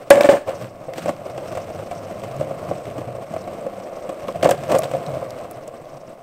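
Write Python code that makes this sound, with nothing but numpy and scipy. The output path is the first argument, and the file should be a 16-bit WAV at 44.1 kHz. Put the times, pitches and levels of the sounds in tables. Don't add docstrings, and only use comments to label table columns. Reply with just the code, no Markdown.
import sys
import numpy as np
from scipy import signal
from scipy.fft import rfft, irfft, next_fast_len
from scipy.io import wavfile
from scipy.ndimage import map_coordinates

SR = 44100
rng = np.random.default_rng(int(sys.argv[2]) if len(sys.argv) > 2 else 0)


def store_pcm(level_fs):
    pcm = np.round(np.clip(level_fs, -1, 1) * 32767).astype(np.int16)
    wavfile.write(sys.argv[1], SR, np.atleast_2d(pcm).T)


N = 274610
TAPS = 8192
HZ = np.fft.rfftfreq(TAPS, 1 / SR)
AGE = np.arange(TAPS) / SR


# pitch_hz, width_hz, level_db
FREE_MODES = [(315, 115, -4.5), (385, 54, -8.5), (565.3, 26.4, 4.5), (610, 42, -4), (680, 130, -8.5),
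              (855, 24, -9), (1110, 80, -15), (1405, 99, -36), (1575, 340, -16), (1743, 104, -15),
              (2016, 40, -20), (2262, 100, -21), (2670, 300, -34)]
# start_s, blow_db, crack_db, contact_s
LANDING_HITS = [(.1055, 17, -9.5, 0.0012), (.171, -7, -26, 0.0095), (.2075, -2.5, -17.5, 0.00062),
                (.2425, -2.5, -18.5, 0.0045), (.256, -6, -27, 0.0022), (.2888, 6.5, -15.5, 0.002),
                (.307, -11, -20.5, 0.0024), (.333, -6.5, -32, 0.003), (.349, -33, -27, 0.0015),
                (.368, -13, -42, 0.0027)]
def landing():
    out = np.zeros(N)
    for start_s, blow_db, crack_db, contact_s in LANDING_HITS:
        body = deck(FREE_MODES, scatter_db=1.3)
        add(out, start_s, amp(blow_db) * blow(body, contact_s, scrape=0.22, scrape_s=0.0032, low_hz=186))
        add(out, start_s, amp(crack_db) * crack(rise_s=0.0042, t60=0.14, tail_db=-2.5, tail_t60=0.22))
    return out


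def deck(modes, scatter_db):
    gains = [amp(db + scatter_db * rng.normal()) * hz * width / (hz ** 2 - HZ ** 2 + 1j * HZ * width)
             for hz, width, db in modes]
    return np.sqrt(sum(np.abs(gain) ** 2 for gain in gains))


def blow(body, contact_s, scrape, scrape_s, low_hz):
    force = rng.standard_normal(TAPS) * AGE * np.exp(-AGE / scrape_s)
    force *= scrape / np.linalg.norm(force)
    force[0] += 1
    ring = filtered(force, body) * onset(max(contact_s, 1e-4))
    return unit_peak(filtered(ring, low_cut(low_hz)))


def low_cut(cutoff_hz):
    return HZ ** 2 / np.sqrt(HZ ** 4 + cutoff_hz ** 4)


# frequency_hz, level_db
CRACK_SPECTRUM = [(100, -35), (900, 13), (1900, 5), (2700, 6), (3800, -2.5), (6500, -5.5), (8400, -1),
                  (10500, -16.5), (13500, -13), (16000, -15)]
def crack(rise_s, t60, tail_db, tail_t60):
    crunch = (burst(t60) + amp(tail_db) * burst(tail_t60)) * onset(rise_s)
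    return unit_peak(filtered(crunch, colour(CRACK_SPECTRUM)))


# pitch_hz, width_hz, level_db
LOADED_MODES = [(335, 87, -6), (477, 35, -4), (537.7, 45, 4), (595, 51, 3.5), (643, 48, 1.5),
                (693.3, 44, 1.5), (765, 31, -8.5), (1098, 136, -10), (1180, 220, -24.5), (1590, 140, -50),
                (2133, 150, -21.5), (2500, 230, -34.5)]
# start_s, blow_db, crack_db
JOINT_HITS = [(.483, -18, -37), (.492, -19, -32), (.883, -20.5, -57), (.98, -18.5, -30),
              (1.058, -13, -33.5), (1.081, -15, -35), (1.091, -10, -25), (1.377, -21.5, -36),
              (1.551, -23, -34.5), (1.572, -18.5, -32), (1.7, -24.5, -42), (1.912, -21, -32.5),
              (2.236, -21, -35), (2.41, -11, -38), (2.51, -17.5, -44), (2.712, -13.5, -40),
              (2.981, -19.5, -36), (3.079, -24, -52), (3.15, -21.5, -45), (3.184, -23.5, -55),
              (3.338, -19.5, -39), (3.363, -17, -38), (3.475, -23, -40), (3.664, -16, -47),
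              (4.092, -19, -34), (4.285, -14.5, -41), (4.357, -21, -40), (4.43, -5.5, -21),
              (4.444, -11, -18), (4.451, -5.5, -27), (4.458, -2, -28), (4.472, -15, -29), (4.49, -6, -20.5),
              (4.511, -5, -19), (4.635, -21.5, -33), (4.696, -20, -31), (4.717, -11.5, -21.5),
              (4.744, -7, -33), (4.75, -12, -24), (4.761, -11, -34), (4.79, -12, -40), (4.833, -19, -27.5),
              (4.854, -20.5, -37), (4.913, -21, -30.5), (4.936, -16.5, -33.5), (4.949, -15, -44),
              (5.139, -19.5, -38), (5.221, -23, -55)]
def joints():
    out = np.zeros(N)
    bounce_rise_s = 0.0079
    for start_s, blow_db, crack_db in JOINT_HITS:
        softness = amp(-0.35 * blow_db)
        free_share = min(amp(blow_db - 3), 1)
        loaded, free = deck(LOADED_MODES, scatter_db=2.5), deck(FREE_MODES, scatter_db=2.0)
        body = np.sqrt((1 - free_share) * loaded ** 2 + free_share * free ** 2)
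        knock = blow(body, contact_s=0.0026 * softness, scrape=0.3, scrape_s=0.0034, low_hz=152)
        crunch = crack(rise_s=0.0017 * softness, t60=0.022, tail_db=-12.5, tail_t60=0.082)
        ripple_hz = np.interp(start_s, *np.transpose(RIPPLE_RATE))
        thump = wheel_bounce(ripple_hz, bounce_rise_s, t60=0.066)
        add(out, start_s, amp(blow_db + 1.5) * knock)
        add(out, start_s - 0.001, amp(crack_db + 6) * crunch)
        add(out, start_s - bounce_rise_s, amp(0.37 * blow_db - 26) * thump)
    return out


def wheel_bounce(pitch_hz, rise_s, t60):
    swing = np.sin(2 * np.pi * (pitch_hz * AGE + rng.random()))
    return unit_peak(swing * onset(rise_s) * amp(-60 * AGE / t60))


# start_s, peak_db, pitch_hz
SNAP_HITS = [(0.1031, -11, 4600), (0.1046, -4, 8500), (0.108, 4.5, 7760), (.156, -16, 1890),
             (0.171, -24, 2100), (0.209, -9.5, 2000), (.234, -15, 2880), (.313, -23, 1980),
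             (.936, -26, 2230), (2.855, -29, 2200), (4.283, -25.5, 2440), (4.4271, -16.5, 2570),
             (4.444, -16.5, 2930), (4.456, -19, 1450), (4.495, -18, 7500), (4.509, -12, 7900),
             (4.723, -20, 1770), (4.786, -16, 6860), (4.79, -16.5, 10800), (4.821, -22, 2400),
             (4.842, -22, 3520), (5.064, -30, 3430), (5.3058, -28, 5030), (5.512, -26, 9770),
             (5.678, -31.5, 7510)]
def snaps(ticks_per_s=6.7, tick_hz=4630):
    out = np.zeros(N)
    for start_s, peak_db, pitch_hz in SNAP_HITS:
        add(out, start_s, amp(peak_db) * snap(pitch_hz))
    _, _, grit_db = contact_levels()
    for i in np.flatnonzero(rng.random(N) < ticks_per_s / SR):
        peak_db = grit_db[i] + 9 + rng.normal()
        octaves = 0.6 * rng.normal()
        add(out, i / SR, amp(peak_db) * snap(tick_hz * 2 ** octaves))
    return out


def snap(pitch_hz, q=3.0):
    resonance = 1 / np.sqrt(1 + (q * (HZ / pitch_hz - pitch_hz / (HZ + 1))) ** 2)
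    return unit_peak(filtered(burst(0.0059) + amp(5.5) * burst(0.013), resonance))


def rolling():
    drum_db, rumble_db, grit_db = contact_levels()
    patches = wobble(60) + 0.4 * wobble(18)
    texture = bumps(per_s=1800, spread_db=7)
    body = deck(LOADED_MODES, scatter_db=0) * low_cut(cutoff_hz=170)
    drum = amp(drum_db + 1 + 1.7 * patches) * unit_rms(filtered(texture, body))
    grains = 0.23 * texture + rng.standard_normal(N) + 0.81 * bumps(per_s=340, spread_db=11)
    sizzle = amp(grit_db + 1.64 * patches) * (grit(grains) + amp(-10) * bearings())
    wheels = amp(rumble_db - 0.5 + 2.3 * patches) * rumble()
    return drum + wheels + sizzle


# time_s, drum_db, rumble_db, grit_db
ROLL_LEVELS = [(0.4, -29, -41.5, -41.5), (0.68, -42.5, -43, -57), (0.9, -36.5, -50, -53.5),
               (1.08, -40.5, -39, -50.5), (1.28, -35, -44.5, -49), (1.52, -34.5, -40.5, -47.5),
               (2.36, -33, -37, -48), (2.8, -34, -41, -49), (3.06, -35, -47.5, -52),
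               (3.32, -36, -39.5, -50), (3.55, -34.5, -44, -50), (3.92, -33.5, -47, -50),
               (4.2, -33.5, -47.5, -48), (4.5, -36, -33, -53), (4.67, -33, -36.5, -43),
               (4.94, -31, -39.5, -46.5), (6.06, -40.5, -51, -56.5), (6.23, -42.5, -57, -60.5)]
# start_s, length_s, extra_drum_db, extra_rumble_db, extra_grit_db
SWELLS = [(0.007, 0.016, 4, 7, 5.5), (0.152, .11, 19, 16, -3), (0.312, 0.046, 23, 19, 10),
          (0.482, 0.052, 4, -5, 1.5), (0.612, .06, 5.5, 5.5, 9.5), (0.971, 0.058, 1.5, 5, 11),
          (1.075, 0.015, 10, 6, 10), (2.393, 0.0094, 0.5, 6, 3.5), (2.69, 0.029, 2, 10, 2.5),
          (2.885, 0.25, 0.5, 8.5, 2), (4.29, .12, 1.5, 4, 4), (4.438, 0.082, 12.5, 0.5, 9),
          (4.712, 0.043, 15, 3, 7), (5.088, 0.077, 1.5, 6, 0.5)]
def contact_levels(settled_s=0.48, settling_s=0.025, ramp_s=0.033):
    t = np.arange(N) / SR
    unsettled = np.clip((settled_s - t) / settling_s, 0, 1)
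    levels_db = np.array(curves(ROLL_LEVELS)) - 12.5 * unsettled
    for start_s, length_s, *extra_db in SWELLS:
        inside = 1 + np.minimum(t - start_s, start_s + length_s - t) / ramp_s
        levels_db += np.outer(extra_db, np.clip(inside, 0, 1))
    return levels_db


# time_s, rate_hz
RIPPLE_RATE = [(.65, 117.9), (1.1, 170), (1.5, 100), (2.15, 98.9), (2.41, 144.5), (2.72, 141.9),
               (3.2, 114.4), (3.45, 199), (4.28, 193.5), (4.5, 147.7), (5.5, 128), (6.23, 144)]
# frequency_hz, level_db
RUMBLE_SPECTRUM = [(25, -22), (50, -22), (70, -20), (90, -1.5), (135, -4.5), (190, -3), (260, -11),
                   (500, -18), (1500, -100)]
def rumble():
    ripple_hz, = curves(RIPPLE_RATE)
    phase = 2 * np.pi * np.cumsum(ripple_hz) / SR
    hum = unit_rms(wobble(22) * np.sin(phase) + wobble(22) * np.cos(phase))
    jolts = unit_rms(filtered(bumps(per_s=990, spread_db=5.5), colour(RUMBLE_SPECTRUM)))
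    return unit_rms(jolts + amp(-2.5) * hum)


# frequency_hz, level_db
GRIT_SPECTRUM = [(600, -40), (1200, 14.5), (1800, 8), (2700, 8), (3400, 1.5), (4500, -1.5), (5600, -3.5),
                 (7000, -6), (8400, 0), (9800, -11), (11500, -12), (13700, -5.5), (15500, -21)]
def grit(grains):
    return unit_rms(filtered(grains, colour(GRIT_SPECTRUM)))


# pitch_hz, width_hz, level_db
BEARING_MODES = [(5600, 2000, 3), (8170, 1040, -0.5), (13400, 1300, -14)]
def bearings():
    chirps = np.zeros(N)
    for pitch_hz, width_hz, level_db in BEARING_MODES:
        fits = amp(15 * np.tanh(0.54 * wobble(80)))
        band = 1 / (1 + (2 * (HZ - pitch_hz) / width_hz) ** 2)
        chirps += amp(level_db) * unit_rms(fits * filtered(rng.standard_normal(N), band))
    swell_db = 2.5 * np.tanh(wobble(6))
    return unit_rms(chirps * amp(swell_db))


def walls(x, t60, rise_s, cutoff_hz=6000):
    t = np.arange(SR // 2) / SR
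    reflections = rng.standard_normal(len(t)) * amp(-60 * t / t60) * np.clip(t / rise_s, 0, 1)
    tail = filtered(reflections, 1 / np.hypot(1, HZ / cutoff_hz))
    return signal.fftconvolve(x, tail / np.linalg.norm(tail))[:N]


# frequency_hz, level_db
STREET_SPECTRUM = [(20, 2), (60, -11.5), (200, -1), (1000, -14.5), (4000, -33.5), (15000, -35.5)]
def street():
    return amp(-53) * unit_rms(filtered(rng.standard_normal(N), colour(STREET_SPECTRUM)))


def amp(db):
    return 10 ** (np.asarray(db) / 20)


def unit_rms(x):
    return x / np.sqrt(np.mean(x ** 2) + 1e-20)


def unit_peak(x):
    return x / np.max(np.abs(x))


def colour(points):
    hz, db = np.transpose(points)
    return amp(np.interp(np.log(HZ + 1), np.log(hz), db))


def filtered(x, gain):
    cepstrum = irfft(np.log(np.maximum(gain, 1e-6)))
    cepstrum[1:TAPS // 2] *= 2
    cepstrum[TAPS // 2 + 1:] = 0
    response = irfft(np.exp(rfft(cepstrum)))
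    return signal.fftconvolve(x, response)[:len(x)]


def curves(rows):
    times, *columns = np.transpose(rows)
    return [np.interp(np.arange(N) / SR, times, column) for column in columns]


def wobble(per_s):
    knots = rng.standard_normal(int(N * per_s / SR) + 4)
    return map_coordinates(knots, [np.arange(N) * per_s / SR])


def bumps(per_s, spread_db):
    hit = rng.random(N) < per_s / SR
    return unit_rms(hit * amp(spread_db * rng.random(N)) * rng.choice([-1, 1], N))


def burst(t60):
    return rng.standard_normal(TAPS) * amp(-60 * AGE / t60)


def onset(rise_s):
    return 1 - np.exp(-AGE / rise_s)


def add(track, start_s, sound):
    part = track[max(round(start_s * SR), 0):][:len(sound)]
    part += sound[:len(part)]


def scene():
    hits = landing() + joints() + snaps()
    echo = amp(-20) * walls(hits, t60=0.47, rise_s=0.0095)
    return (hits + echo + rolling() + street())[None]


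def record(dry):
    top_hz = 15750
    saturated = dry / (1 + np.abs(dry) ** 8) ** (1 / 8)
    size = next_fast_len(N + TAPS)
    passband = np.fft.rfftfreq(size, 1 / SR) < top_hz
    return irfft(rfft(saturated, size) * passband, size)[..., :N]


dry = scene()
out = record(dry)
store_pcm(out)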